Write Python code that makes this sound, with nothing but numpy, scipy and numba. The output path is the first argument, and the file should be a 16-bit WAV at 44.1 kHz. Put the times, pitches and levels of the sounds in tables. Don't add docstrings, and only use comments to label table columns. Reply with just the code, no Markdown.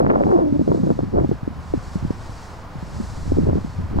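import sys
import numpy as np
from scipy import signal
from scipy.fft import rfft, irfft
from scipy.io import wavfile
from scipy.ndimage import uniform_filter1d, minimum_filter1d, map_coordinates
from numba import njit

SR = 44100
rng = np.random.default_rng(int(sys.argv[2]) if len(sys.argv) > 2 else 0)


def materialize(psi):
    bounded = np.clip(np.atleast_2d(psi).T, -1, 1)
    quanta = np.round(bounded * 32767).astype(np.int16)
    wavfile.write(sys.argv[1], SR, quanta)


N = 176400


def undb(db):
    return 10 ** (np.asarray(db) / 20)


def curve(rows, axis=1):
    rows = np.array(rows)
    return np.interp(np.arange(N) / SR, rows[:, 0], rows[:, axis])


def per_bin(points):
    hz, value = np.array(points).T
    bin_hz = np.maximum(np.arange(N // 2 + 1) * SR / N, 1)
    return np.interp(np.log(bin_hz), np.log(hz), value)


def noise(colour):
    x = irfft(rfft(rng.standard_normal(N)) * undb(per_bin(colour)), N)
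    return x / x.std()


def wide(colour, side_db):
    side = irfft(rfft(noise(colour)) * undb(side_db), N)
    return noise(colour) + np.array([side, -side])


def walk(corner_hz):
    hz = np.arange(N // 2 + 1) * SR / N
    x = irfft(rfft(rng.standard_normal(N)) / (1 + (hz / corner_hz) ** 2) ** 2, N)
    return x / x.std()


# frequency_hz, lead_rad
PORT_LEAD = [(30, 0.27), (80, 1.07), (140, 1.52), (220, 1.86), (400, 2.29), (700, 2.34), (2500, 3.02)]


def across_ports(x):
    half_turn = np.exp(.5j * per_bin(PORT_LEAD))
    return irfft(rfft(x) * np.array([1 / half_turn, half_turn]), N)


# time_s, rate_hz
FLOW = [(0, 483.5), (.035, 318.9), (.085, 309.6), (.105, 439.9), (.128, 370.4), (.155, 509.7), (.19, 390.4),
        (.255, 340.4), (.32, 399.3), (.375, 371.6), (.41, 380.3), (.46, 262.3), (.51, 169.9), (.56, 204.8),
        (.635, 160.1), (.69, 275.2), (.74, 275.2), (.8, 225), (.86, 214.8), (.915, 270.7), (.94, 158.5),
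        (1.03, 210), (1.075, 175.8), (1.11, 114), (1.15, 309.6), (1.185, 391), (1.22, 311.3),
        (1.275, 144.9), (1.33, 140.1), (1.38, 90.2), (1.45, 111.1), (1.53, 136.8), (1.68, 104.8),
        (1.85, 107.7), (2.2, 95.18), (2.4, 79.8), (2.7, 85.33), (3.03, 140.2), (3.1, 99.77), (3.22, 144.8),
        (3.29, 159.8), (3.35, 160.4), (3.42, 200), (3.5, 249.3), (3.56, 199.3), (3.62, 130.2),
        (3.72, 106.4), (3.8, 160.4), (3.89, 129.5), (3.95, 185.8), (4, 251)]
# frequency_hz, density_db_per_hz (relative)
EDDIES = [(5, -19), (30, -23), (120, -12), (250, 1), (380, -1), (600, -2.5), (850, -7), (1200, -15.5),
          (2000, -30), (3500, -68), (8000, -78.5)]
REF_HZ = 500
WIND_CEILING_DB, KNEE_HZ, GROWTH_EXPONENT = -16, 270, 2.34
SPEED_JITTER_LOG_RMS, SPEED_JITTER_HZ = .13, 151.8
EVEN_S = 0.00806
PATCH_RMS_DB, OWN_PORT_DB = 3.5, -13.5
BUFFET_STIR = .2
LOCK_DB = -18.5


def eddies(place):
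    field = noise(EDDIES)
    local_power = uniform_filter1d(field ** 2, int(EVEN_S * SR), mode="wrap")
    field = field / np.sqrt(local_power)
    patches = undb(PATCH_RMS_DB * walk(200))
    patches = patches / np.sqrt(np.mean(patches ** 2))
    return map_coordinates(field * patches, [place], order=3, mode="mirror")


def turbulence():
    stir = sum(pitch * swell(at, fall, pitch) for at, fall, pitch, db in BUFFETS)
    rate_hz = np.maximum(curve(FLOW) + BUFFET_STIR * stir, 20)
    jitter = np.exp(SPEED_JITTER_LOG_RMS * walk(SPEED_JITTER_HZ))
    place = np.cumsum(rate_hz * jitter) / REF_HZ

    force = undb(WIND_CEILING_DB) / np.sqrt(1 + (KNEE_HZ / rate_hz) ** (2 * GROWTH_EXPONENT))
    force = force / np.sqrt(1 + (hoot_size() / undb(LOCK_DB)) ** 2)
    shared = across_ports(force * eddies(place))
    own = force * np.array([eddies(place), eddies(place)])
    return shared + undb(OWN_PORT_DB) * own


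BUFFET_RISE_CYCLES = 0.4467


def swell(at_s, fall_s, hz):
    t = np.arange(N) / SR - at_s
    rise = (t * hz / BUFFET_RISE_CYCLES) ** 2
    return np.exp(-np.minimum(np.where(t < 0, rise, t / fall_s), 30))


def push_pull(at_s, hz):
    u = np.clip(2 * np.pi * hz * (np.arange(N) / SR - at_s), -10, 10)
    return u * np.exp((1 - u ** 2) / 2)


# peak_s, decay_s, pitch_hz (before wobble and sag), level_db (before BUFFET_GAIN_DB)
BUFFETS = [(.004, 0.01187, 443.5, -2.5), (.104, 0.01402, 620, -4), (.209, 0.00804, 480.6, -4.5),
           (0.232, 0.00786, 374, -10), (0.267, 0.0085, 481, -16), (.306, 0.01212, 399.5, -12.5),
           (.39, 0.00395, 530, -3), (.526, 0.0072, 216, -6.5), (.595, 0.02185, 314, -5),
           (0.678, 0.0159, 328, -6.5), (0.718, 0.008024, 418, -6), (.748, .012, 373, -15),
           (0.776, 0.014, 312, -14), (0.833, 0.013, 239.7, -9), (.872, 0.0067, 307.5, -6),
           (.894, 0.0085, 302.5, -14), (.905, 0.01399, 347.7, -5.5), (.991, 0.00496, 402, -7),
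           (1.034, 0.00776, 303, -13), (1.15, 0.0208, 237.4, -10.5), (1.185, 0.0124, 300, -5.5),
           (1.247, 0.00586, 380, -5), (1.293, 0.0062, 242, -7), (1.315, 0.014, 367, -5.5),
           (1.432, .012, 150, -19), (1.478, 0.0052, 280, -8), (1.739, 0.01213, 349.7, -4),
           (1.777, .012, 166, -14), (1.958, 0.012, 226, -8.5), (2.028, 0.01783, 148.2, -14),
           (2.051, 0.01, 190.3, -10), (2.107, 0.0037, 247, -5.5), (2.296, 0.01204, 160, -22.5),
           (2.757, 0.0121, 170.3, -19.5), (2.828, 0.01414, 210, -19.5), (3.002, 0.013, 239, -13),
           (3.321, 0.0051, 319, -3), (3.369, 0.0131, 406, -8), (3.386, 0.02226, 249, -4),
           (3.434, 0.0166, 177.3, -7.5), (3.471, 0.0079, 276, -8), (3.49, 0.0147, 373, -9),
           (3.532, 0.00623, 364, -6.5), (3.556, 0.00597, 326, -7), (3.584, 0.0036, 227, -10),
           (3.648, 0.008, 205, -15.5), (3.961, 0.024, 188, -8), (3.987, 0.0046, 400, -7)]
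BUFFET_GAIN_DB, BUFFET_OVERTONE_DB = -5.5, -24
SLAP_DB = -5
BUFFET_WOBBLE_LOG_RMS = 0.2
BUFFET_SAG = 0.36


def buffets():
    pace = np.exp(BUFFET_WOBBLE_LOG_RMS * walk(240))
    out = np.zeros(N)
    signs = rng.choice([-1, 1], len(BUFFETS))
    for (at, fall, hz, db), sign in zip(BUFFETS, signs):
        size = swell(at, fall, hz)
        live = size > 1e-3
        size = size[live]
        pitch_hz = hz * pace[live] * (1 - BUFFET_SAG * (1 - size))
        phase = 2 * np.pi * np.cumsum(pitch_hz) / SR
        phase = phase - phase[np.argmax(size)]
        swings = size * (np.sin(phase) + undb(BUFFET_OVERTONE_DB) * np.sin(2 * phase))
        slap = undb(SLAP_DB) * push_pull(at, hz)[live]
        out[live] += sign * undb(db + BUFFET_GAIN_DB) * (swings + slap)
    return across_ports(out)


# centre_s, pitch_hz, level_db (before SNAP_GAIN_DB)
SNAPS = [(.009, 770, -7.5), (.049, 644, -9), (.066, 874, -5.5), (.099, 790, -9), (.102, 1164, -7.5),
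         (.108, 850, -11), (.115, 750, -7.5), (.137, 680, -17), (.237, 1080, -11.5), (.315, 635, -8),
         (.363, 593, -8.5), (.391, 680, -15), (.679, 610, -16), (.718, 700, -12.5), (.875, 595, -15),
         (.904, 600, -8), (.992, 603, -10.5), (1.006, 550, -17), (1.178, 620, -12.5), (1.188, 653, -12),
         (3.498, 614, -12), (3.988, 580, -7.5)]
SNAP_GAIN_DB = -1.5


def snaps():
    out = np.zeros(N)
    signs = rng.choice([-1, 1], len(SNAPS))
    for (at, hz, db), sign in zip(SNAPS, signs):
        out += sign * undb(db + SNAP_GAIN_DB) * push_pull(at, hz)
    return across_ports(out)


# time_s, pitch_hz, level_db
HOOT = [(.3, 451.4, -39.5), (.335, 385.4, -15.5), (.362, 320.5, -13), (.39, 390, -34), (.42, 326, -14),
        (.47, 295.6, -14.5), (.515, 280.8, -23.5), (.565, 291.7, -16.5), (.583, 295, -44.5),
        (.615, 297, -12.5), (.635, 300.8, -58), (.7, 401, -42), (.73, 368, -26.5), (.78, 302.7, -23.5),
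        (.84, 252.5, -25.5), (.87, 238.5, -42)]


def hoot_size():
    t = np.arange(N) / SR
    return undb(curve(HOOT, axis=2)) * ((t > HOOT[0][0]) & (t < HOOT[-1][0]))


HOOT_PARTIALS_DB = [0, -12, -23]
HOOT_WOBBLE_RMS, HOOT_FLUTTER_RMS_DB = 0.0609, 2


def hoot():
    pitch_hz = curve(HOOT) * (1 + HOOT_WOBBLE_RMS * walk(160.5))
    phase = 2 * np.pi * np.cumsum(pitch_hz) / SR
    size = hoot_size() * undb(HOOT_FLUTTER_RMS_DB * walk(68))
    lock = np.minimum(size / undb(LOCK_DB), 1)
    tone = np.zeros(N)
    for k, db in enumerate(HOOT_PARTIALS_DB):
        tone += undb(db) * lock ** k * np.sin((k + 1) * phase)
    return across_ports(np.sqrt(2) * tone * size)


# time_s, mid_level_db
RUMBLE_LEVEL = [(0, -31.5), (.45, -39), (.75, -46), (1.1, -36.5), (1.18, -19.5), (1.4, -65), (1.62, -53),
                (1.73, -29.5), (1.87, -41.5), (2.04, -28.5), (2.15, -34.5), (2.5, -41), (3.1, -40.5),
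                (3.33, -22.5), (3.58, -25.5), (3.68, -43), (3.8, -29), (3.87, -32), (3.96, -26), (4, -17)]
# frequency_hz, density_db_per_hz (relative)
RUMBLE = [(5, 1), (25, -0.5), (55, -0.5), (92, 5.5), (160, -14), (400, -41.5), (2000, -110)]


def rumble():
    return wide(RUMBLE, side_db=-10) * undb(curve(RUMBLE_LEVEL))


# time_s, mid_level_db (before flicker)
CITY_LEVEL = [(0, -43.5), (.6, -44.5), (1.2, -43.5), (1.9, -40.5), (2.5, -40), (3.4, -41.5), (4, -40.5)]
# frequency_hz, density_db_per_hz (relative)
CITY = [(40, 2), (200, 3), (400, -2.5), (650, -1), (1000, -0.5), (1500, -7), (2200, -15), (3200, -21),
        (6000, -30.5), (10000, -37), (15500, -39)]
# frequency_hz, side_vs_mid_db
CITY_SIDE = [(100, -21.5), (700, -10.5), (1300, -5.5), (2500, -4.5), (4500, -4.5), (10000, -6.5),
             (15000, -7.5)]


def city():
    return wide(CITY, per_bin(CITY_SIDE)) * undb(curve(CITY_LEVEL) + .5 * walk(50))


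# time_s, level_db (before brightening and flicker)
LEAF_LEVEL = [(0, -61), (.12, -61), (.28, -55), (.45, -59.5), (.62, -55.5), (.85, -54), (1.17, -59.5),
              (1.29, -56), (1.43, -61.5), (1.65, -55), (1.95, -51), (2.03, -54.5), (2.45, -51.5),
              (2.68, -58.5), (2.98, -50.5), (3.23, -50), (3.47, -54), (3.5, -57), (3.66, -53.5),
              (3.93, -59)]
# frequency_hz, density_db_per_hz (relative, before brightening)
LEAVES = [(1500, -6.5), (3000, -10.5), (4400, -2.5), (5300, -3), (6500, -7), (7800, -7.5), (8900, -15.5),
          (10500, -17.5), (12000, -27.5), (15500, -36)]
LEAF_SIDE_DB, LEAF_FLICKER_RMS_DB = -30, 0.86
BRIGHT_HZ, BRIGHT_ABOVE_DB, BRIGHTENING_DB_PER_DB = 6160, -53, 1


def leaves():
    db = curve(LEAF_LEVEL)
    hiss = wide(LEAVES, LEAF_SIDE_DB)
    highpass = signal.butter(2, BRIGHT_HZ, "high", fs=SR, output="sos")
    top = signal.sosfiltfilt(highpass, hiss)
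    brightened = hiss - top + top * undb(BRIGHTENING_DB_PER_DB * (db - BRIGHT_ABOVE_DB))
    return brightened * undb(db + LEAF_FLICKER_RMS_DB * walk(40))


# centre_hz, width_hz, mid_level_db, side_vs_mid_db
WHINE = [(9850, 130, -84.5, 9.5), (12200, 170, -86.5, -6)]


def whine():
    out = np.zeros((2, N))
    for hz, width, db, side_db in WHINE:
        band = [(hz - 2 * width, -70), (hz - width / 2, -3), (hz, 0),
                (hz + width / 2, -3), (hz + 2 * width, -70)]
        out += undb(db) * wide(band, side_db)
    return out


def scene():
    wind = turbulence() + buffets() + snaps() + hoot() + rumble()
    return wind + city() + leaves() + whine()


@njit
def held_peak(x, fall):
    out, e = np.empty(len(x)), 0.
    for i in range(len(x)):
        e = max(x[i], e * fall)
        out[i] = e
    return out


LIMIT, LIMIT_RELEASE_S, TOP_HZ = .92, .08, 15730


def record(dry):
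    peak = held_peak(np.abs(dry).max(axis=0), np.exp(-1 / (LIMIT_RELEASE_S * SR)))
    gain = LIMIT / np.maximum(peak, LIMIT)
    gain = uniform_filter1d(minimum_filter1d(gain, size=129), size=129)
    lowpass = signal.ellip(10, .2, 80, TOP_HZ, fs=SR, output="sos")
    return signal.sosfilt(lowpass, dry * gain)


dry = scene()
out = record(dry)
materialize(out)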